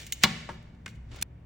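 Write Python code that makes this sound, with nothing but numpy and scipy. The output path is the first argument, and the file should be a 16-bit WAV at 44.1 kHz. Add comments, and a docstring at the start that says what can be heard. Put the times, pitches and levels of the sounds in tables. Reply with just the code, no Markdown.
"""Inside a machine cabinet in a small hard room, two hands work a spring-steel plate off its magnetic
bed and lay it back. The plate ticks, snaps free, knocks the frame, clacks down, then slides and clicks
home. Each contact is a burst of tiny impacts that makes the steel ring and the cabinet boom; sliding
makes a grainy hiss. The room echoes over air noise, hum and handling rumble. Heard by a phone close by.
"""
import sys
import numpy as np
from scipy import signal
from scipy.fft import rfft, irfft, next_fast_len
from scipy.io import wavfile
from scipy.ndimage import uniform_filter1d

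SR = 44100
rng = np.random.default_rng(int(sys.argv[2]) if len(sys.argv) > 2 else 0)


def inscribe(sig):
    """Save sig as 16-bit PCM at rate SR to the path in sys.argv[1].

    A 1-D sig is mono; a 2-D sig holds one channel per row.
    Samples are clipped to [-1, 1] before scaling.
    """
    pcm = np.round(np.clip(np.atleast_2d(sig).T, -1, 1) * 32767)
    wavfile.write(sys.argv[1], SR, pcm.astype(np.int16))


N = 63945
BANDS = 25 * 2 ** (np.arange(29) / 3)  # pitches in Hz, three to an octave


# The snap. Each row: start in seconds, level in dB, cabinet boom in dB.
SNAPS = [(0.2346, 0, -28.5)]
# The tone of its crack. Each row: pitch in Hz, level in dB in an octave around that pitch.
SNAP_CRACK = [(100, -35), (190, -26), (330, -32), (650, -31.5), (1100, -21.5), (2700, -15.5), (4600, -16),
              (7000, -22.5), (9000, -30), (15500, -23)]
# The freed plate's notes. Each row: pitch in Hz, relative level in dB, seconds to fade by 60 dB.
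SNAP_MODES = [(765, 10, .2), (1110, 2, .06), (1414, 0, .08), (1740, -2, .05), (2010, -1, .06),
              (2275, 2, .06), (2660, -1, .05), (2910, 2, .04), (4135, -1, .04), (4643, 3, .04),
              (5210, -2, .035), (5535, -1, .04), (6290, 0, .03), (7650, -1, .03)]

def snap_free():
    """The plate breaks from the magnet's pull and rings."""
    return contacts(SNAPS, SNAP_CRACK, SNAP_MODES,
                    ring_db=3, rise=.00092, hold=.0027, t60=.049, lag=.00258)


# The ticks. Each row: start in seconds, level in dB, cabinet boom in dB.
EDGE_TICKS = [(0.0655, -16.5, -90), (0.1225, 0.5, -68), (0.2349, 8, -75), (0.547, -47, -48.5),
              (0.626, -42, -63), (0.682, -54, -58.5), (0.950, -49, -70), (1.1135, -49, -60),
              (1.160, -25, -48.5), (1.2128, -13.5, -42.5)]
# Their tone. Each row: pitch in Hz, level in dB in an octave.
TICK_CRACK = [(300, -64.5), (1100, -64.5), (2000, -37.5), (3100, -32.5), (4900, -38), (6600, -29),
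              (9500, -33.5), (15500, -27.5)]
# The held plate's notes. Each row: pitch in Hz, relative level in dB, fade time in seconds.
TICK_MODES = [(2140, -2, .04), (2930, 0, .04), (3690, -4, .04), (4160, -4, .035), (6280, -1, .025),
              (6700, 2, .03), (8510, -4, .015)]

def edge_ticks():
    """The plate's edge touches down with short, bright ticks."""
    return contacts(EDGE_TICKS, TICK_CRACK, TICK_MODES,
                    ring_db=9, rise=.0005, hold=.001, t60=.042, lag=.00089)


# The knocks. Each row: start in seconds, level in dB, cabinet boom in dB.
KNOCKS = [(0.2495, 3, -42), (0.4890, -1.5, -44.5)]
# Their tone. Each row: pitch in Hz, level in dB in an octave.
KNOCK_CRACK = [(150, -46), (400, -43), (900, -34), (1700, -38), (2400, -46), (4500, -50.5), (9000, -55.5),
               (15500, -66.5)]
# The frame's notes. Each row: pitch in Hz, relative level in dB, fade time in seconds.
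FRAME_MODES = [(355, -2, .1), (595, -2, .08), (918, 2, .06), (1125, -4, .07), (1700, -1, .05),
               (1950, -2, .05)]

def frame_knocks():
    """The plate bumps the frame, which answers with lower notes."""
    return contacts(KNOCKS, KNOCK_CRACK, FRAME_MODES,
                    ring_db=6.5, rise=.0007, hold=.0045, t60=.11, lag=.001)


# The clacks. Each row: start in seconds, level in dB, cabinet boom in dB.
CLACKS = [(0.7470, -29, -81), (0.8594, 2.5, -46), (0.8765, -6, -52), (1.1860, -14, -46)]
# Their tone. Each row: pitch in Hz, level in dB in an octave.
CLACK_CRACK = [(200, -54), (700, -59), (1500, -42.5), (2400, -41), (4500, -51), (7000, -48.5),
               (10000, -51.5), (15500, -58)]
# The landing plate's notes. Each row: pitch in Hz, relative level in dB, fade time in seconds.
CLACK_MODES = [(1098, -4, .06), (1530, 3, .06), (2140, 2, .06), (2487, -2, .045), (2875, -2, .045),
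               (4380, -1, .035)]

def clack_down():
    """The plate lands on its bed and rings briefly."""
    return contacts(CLACKS, CLACK_CRACK, CLACK_MODES,
                    ring_db=5, rise=.0006, hold=.0036, t60=.023, lag=.002)


# The last click. Each row: start in seconds, level in dB, cabinet boom in dB.
CLICKS = [(1.2234, 0, -61)]
# Its tone. Each row: pitch in Hz, level in dB in an octave.
CLICK_CRACK = [(300, -62), (900, -50), (2400, -37), (4000, -35.5), (6000, -32), (9000, -32.5),
               (12000, -21.5), (15500, -37)]
# The seated plate's notes. Each row: pitch in Hz, relative level in dB, fade time in seconds.
CLICK_MODES = [(900, -3, .012), (1600, 0, .012), (2450, 2, .012), (3500, 1, .014), (4300, -1, .014),
               (5250, 0, .014), (6000, 1, .012)]

def click_home():
    """The plate clicks into place and its notes die almost at once."""
    return contacts(CLICKS, CLICK_CRACK, CLICK_MODES,
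                    ring_db=12, rise=.00021, hold=.0042, t60=.0057, lag=.00087)


def contacts(rows, crack, modes, ring_db, rise, hold, t60, lag):
    """Each contact chatters into the plate's natural notes (modes) and shakes the cabinet."""
    ring_s = .6
    out, t = np.zeros((2, N)), np.arange(int(ring_s * SR)) / SR
    f = np.fft.rfftfreq(len(t), 1 / SR)
    plate = plate_response(f, crack, modes, ring_db, lag)
    for start, db, boom_db in rows:
        mid, side = rfft(chatter(t[:8192], rise, hold, t60), len(t)) * plate
        hit = irfft(ports(mid, side, f), len(t)) * (t < ring_s / 2)
        sound = undb(db) * hit + undb(boom_db) * cabinet_boom(t)
        i = int(start * SR)
        out[:, i:i + len(t)] += sound[:, :N - i]
    return out


def chatter(t, rise, hold, t60):
    """A burst of tiny impacts that rises, holds and fades; all three times are in seconds."""
    shape = onset(t, rise) * fade(np.maximum(t - hold, 0), t60)
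    burst = rng.standard_normal((2, len(t))) * shape
    for _ in range(8):  # make all pitches equally strong, then restore the shape
        burst = irfft(np.exp(1j * np.angle(rfft(burst))), len(t))
        burst = burst * shape / np.sqrt(abs(uniform_filter1d(burst ** 2, size=90)) + 1e-16)
    return burst / np.sqrt(np.sum(burst ** 2, axis=1, keepdims=True))


def plate_response(f, crack, modes, ring_db, lag):
    """Notes stand out of a dense ring, more so with ring_db; slow bending waves bring the lows later."""
    notes = 1 + sum(undb(db + ring_db) / (1 + 2j * np.pi * (f - hz) * t60 / np.log(1000))
                    for hz, db, t60 in modes)
    nearby_power = uniform_filter1d(uniform_filter1d(abs(notes) ** 2, size=400), size=400)
    per_hz = SR * np.sqrt(.005 / np.log(2) * f ** 3) / (f ** 2 + 70 ** 2)  # also thins the deep bass
    tone = undb(at(crack, f)) * per_hz
    delay_cycles = lag * (2 * np.sqrt(1000 * f) - f / 4)
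    return notes / np.sqrt(nearby_power) * tone * np.exp(-2j * np.pi * delay_cycles)


# The cabinet's deep notes. Each row: pitch in Hz, relative level in dB, fade time in seconds.
CABINET_MODES = [(115.25, -15, .9), (158.2, -6.5, 0.9), (187, -0.5, 0.35), (218, -6, 0.37), (235, -9, 1)]

def cabinet_boom(t):
    """The shaken cabinet rings low, each note a little different on the left and right."""
    boom = 0
    for hz, db, t60 in CABINET_MODES:
        phase, side_shift = rng.uniform(0, 2 * np.pi, 2)
        angle = 2 * np.pi * hz * t + phase
        boom = boom + undb(db) * fade(t, t60) * ports(np.sin(angle), np.sin(angle + side_shift), hz)
    return boom * onset(t, rise=.007)


# Rubbing as the plate is lifted, carried and seated. Each row: time in seconds, level in dB.
LIFT_RUB = [(0, -0.5), (0.04, -4.5), (0.05, -7.5), (0.11, -11.5), (0.205, -14.5), (0.222, -2), (0.236, 15)]
CARRY_RUB = [(0.49, -24), (0.515, -14), (0.56, -24), (0.62, -65), (0.87, -33), (0.89, -8), (0.935, -31),
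             (0.96, -19.5), (0.99, -63)]
SEAT_RUB = [(1.04, -31.5), (1.109, -15.5), (1.116, -4), (1.15, -2.5), (1.19, -4), (1.222, -5.5)]
# The tone of the rubbing. Each row: pitch in Hz, level in dB in an octave.
LIFT_TONE = [(400, -62), (1200, -65.5), (2100, -49.5), (3500, -49.5), (5000, -53.5), (6500, -51),
             (10000, -56.5), (15500, -52.5)]
SEAT_TONE = [(250, -59.5), (500, -58.5), (1100, -58.5), (2200, -56), (4500, -56.5), (8000, -63.5),
             (15500, -74)]

def sliding():
    """The plate rubs on its way off the bed and back on."""
    return rub(LIFT_RUB, LIFT_TONE) + rub(CARRY_RUB, LIFT_TONE) + rub(SEAT_RUB, SEAT_TONE)


def rub(curve, tone, grains_per_s=2100, rough_db=3):
    """Steel slides on the textured bed: a hiss broken into fine grains."""
    t = np.arange(N) / SR
    when, db = np.array(curve).T
    level = undb(np.interp(t, when, db)) * (t >= when[0]) * (t <= when[-1])
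    grains = np.interp(t * grains_per_s, np.arange(N), rng.standard_normal(N))
    rough = undb(rough_db * grains)
    hiss = sum(undb(at(tone, hz)) * noise for hz, noise in band_noises(N, side_db=-2.5) if hz > 200)
    return hiss * rough / np.sqrt(np.mean(rough ** 2)) * level


# How long the echo lasts. Each row: pitch in Hz, seconds to fade by 60 dB.
ECHO_FADE = [(150, .6), (600, .9), (2000, .82), (4000, .76), (8000, .72), (14000, .45)]
# How strong it is. Each row: pitch in Hz, level in dB.
ECHO_LEVEL = [(120, -12.5), (450, -8), (1000, -16), (2500, -13.5), (4500, -16), (8000, -19), (14000, -26.5)]

def room_echo(sound):
    """Hard walls throw back a blur of echoes that dies sooner in the treble."""
    t, echo = np.arange(SR) / SR, 0
    for hz, noise in band_noises(len(t), side_db=0):
        tail = noise * onset(t, rise=.004) * fade(t, at(ECHO_FADE, hz))
        band_share = hz * (2 ** (1 / 6) - 2 ** (-1 / 6)) / (SR / 2)
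        energy = np.mean(np.sum(tail ** 2, axis=1))
        echo = echo + tail * undb(at(ECHO_LEVEL, hz)) * np.sqrt(band_share / energy)
    return signal.fftconvolve(sound.mean(axis=0, keepdims=True), echo, axes=1)[:, :N]


# Air noise and rumble. Each row: pitch in Hz, level in dB in an octave.
AIR_TONE = [(22, -57), (40, -67.5), (60, -49.5), (85, -56), (125, -51.5), (220, -62), (400, -69.5),
            (900, -71), (1500, -76), (2200, -72.5), (4000, -85.5), (8000, -91), (15500, -85)]
# The hum. Each row: pitch in Hz, level in dB.
HUM = [(60, -53), (113, -55)]
# How handling swells the bass. Each row: time in seconds, level change in dB.
HANDLING_SWELL = [(0, -4), (0.25, -2.5), (0.38, -0.5), (0.53, 0.5), (0.66, -1.5), (0.8, -6), (0.89, 0.5),
                  (1.0, -1), (1.11, 4.5), (1.2, 1), (1.26, -1), (1.44, -2)]

def background():
    """Steady air noise over a low, humming rumble that swells as the plate is handled."""
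    t = np.arange(N) / SR
    swell = undb(np.interp(t, *np.array(HANDLING_SWELL).T))
    hum = sum(undb(db) * np.sqrt(2) * np.sin(2 * np.pi * (hz * t + rng.random())) for hz, db in HUM)
    air = sum(undb(at(AIR_TONE, hz)) * noise * (swell if hz < 150 else 1)
              for hz, noise in band_noises(N, side_db=0))
    return hum * swell + air


# Scattered sound that the two microphone openings do not share. Each row: pitch in Hz, level in dB.
UNSHARED = [(60, -25), (200, -18), (450, -5), (900, 1), (1350, -2), (1900, -9), (2800, 0), (4600, 0),
            (6500, -6), (9000, -12), (12000, -20), (15000, -12)]

def ports(mid, side, hz, side_db=-7.5):
    """Left and right from a shared (mid) and an unshared (side) part; the default suits direct sound."""
    width = undb(at(UNSHARED, hz) + side_db)
    return (mid + width * side * np.array([[1], [-1]])) / np.sqrt(1 + width * width)


def band_noises(size, side_db):
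    """Stereo noise in slices a third of an octave wide, each with a power of one third."""
    n = next_fast_len(size)
    f = np.arange(n // 2 + 1) * SR / n
    white = rfft(rng.standard_normal((2, n)))
    for hz in BANDS:
        distance = np.minimum(abs(3 * np.log2(np.maximum(f, 1) / hz)), 1)
        band = irfft(white * np.cos(np.pi / 2 * distance), n)[:, :size]
        mid, side = band / np.sqrt(3 * np.mean(band ** 2, axis=1, keepdims=True))
        yield hz, ports(mid, side, hz, side_db)


def undb(db):
    """Turn decibels into a multiplier."""
    return 10 ** (np.asarray(db) / 20)


def at(table, hz):
    """Read between a table's rows at a pitch, with octaves evenly spaced."""
    pitches, values = np.array(table, float).T
    return np.interp(np.log(np.maximum(hz, 1)), np.log(pitches), values)


def fade(t, t60):
    """Die away by 60 dB every t60 seconds."""
    return np.exp(-np.log(1000) * t / t60)


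def onset(t, rise):
    """Come in smoothly over about rise seconds."""
    return 1 - np.exp(-(t / rise) ** 2)


def scene():
    """All contacts and rubs, their echo, and the background."""
    plate = edge_ticks() + snap_free() + frame_knocks() + clack_down() + click_home() + sliding()
    hush_s = 1.2285  # here the handling sound and its echo break off
    hush = fade(np.maximum(np.arange(N) / SR - hush_s, 0), t60=.024)
    return (plate + room_echo(plate)) * hush + background()


# How far the left side trails the right. Each row: pitch in Hz, phase lag in radians.
LEFT_LAG = [(100, 0), (4600, 0), (6000, .5), (8000, 1.5), (10000, 2.6), (11300, 3.08), (13500, 3.2),
            (15000, 4.0), (16000, 4.5)]
# How much louder the left side is. Each row: pitch in Hz, level in dB.
LEFT_BOOST = [(60, 0), (130, 0.5), (240, 1.5), (450, 6), (650, 1), (1100, 2), (2200, -0.5), (4000, 0),
              (8000, 0.07)]

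def record(dry):
    """The phone's two openings differ in level and drift out of step in the treble; the top is cut."""
    f, sides = np.arange(N + 1) * SR / (2 * N), np.array([[1], [-1]])
    response = np.exp(-.5j * at(LEFT_LAG, f) * sides) * undb(.5 * at(LEFT_BOOST, f) * sides)
    mirrored = np.hstack([dry, dry[:, ::-1]])  # avoids a click at the ends
    heard = irfft(rfft(mirrored) * response, 2 * N)[:, :N]
    top_cut = signal.ellip(8, .2, 80, 16000, fs=SR, output="sos")
    return signal.sosfilt(top_cut, heard)


dry = scene()
out = record(dry)
inscribe(out)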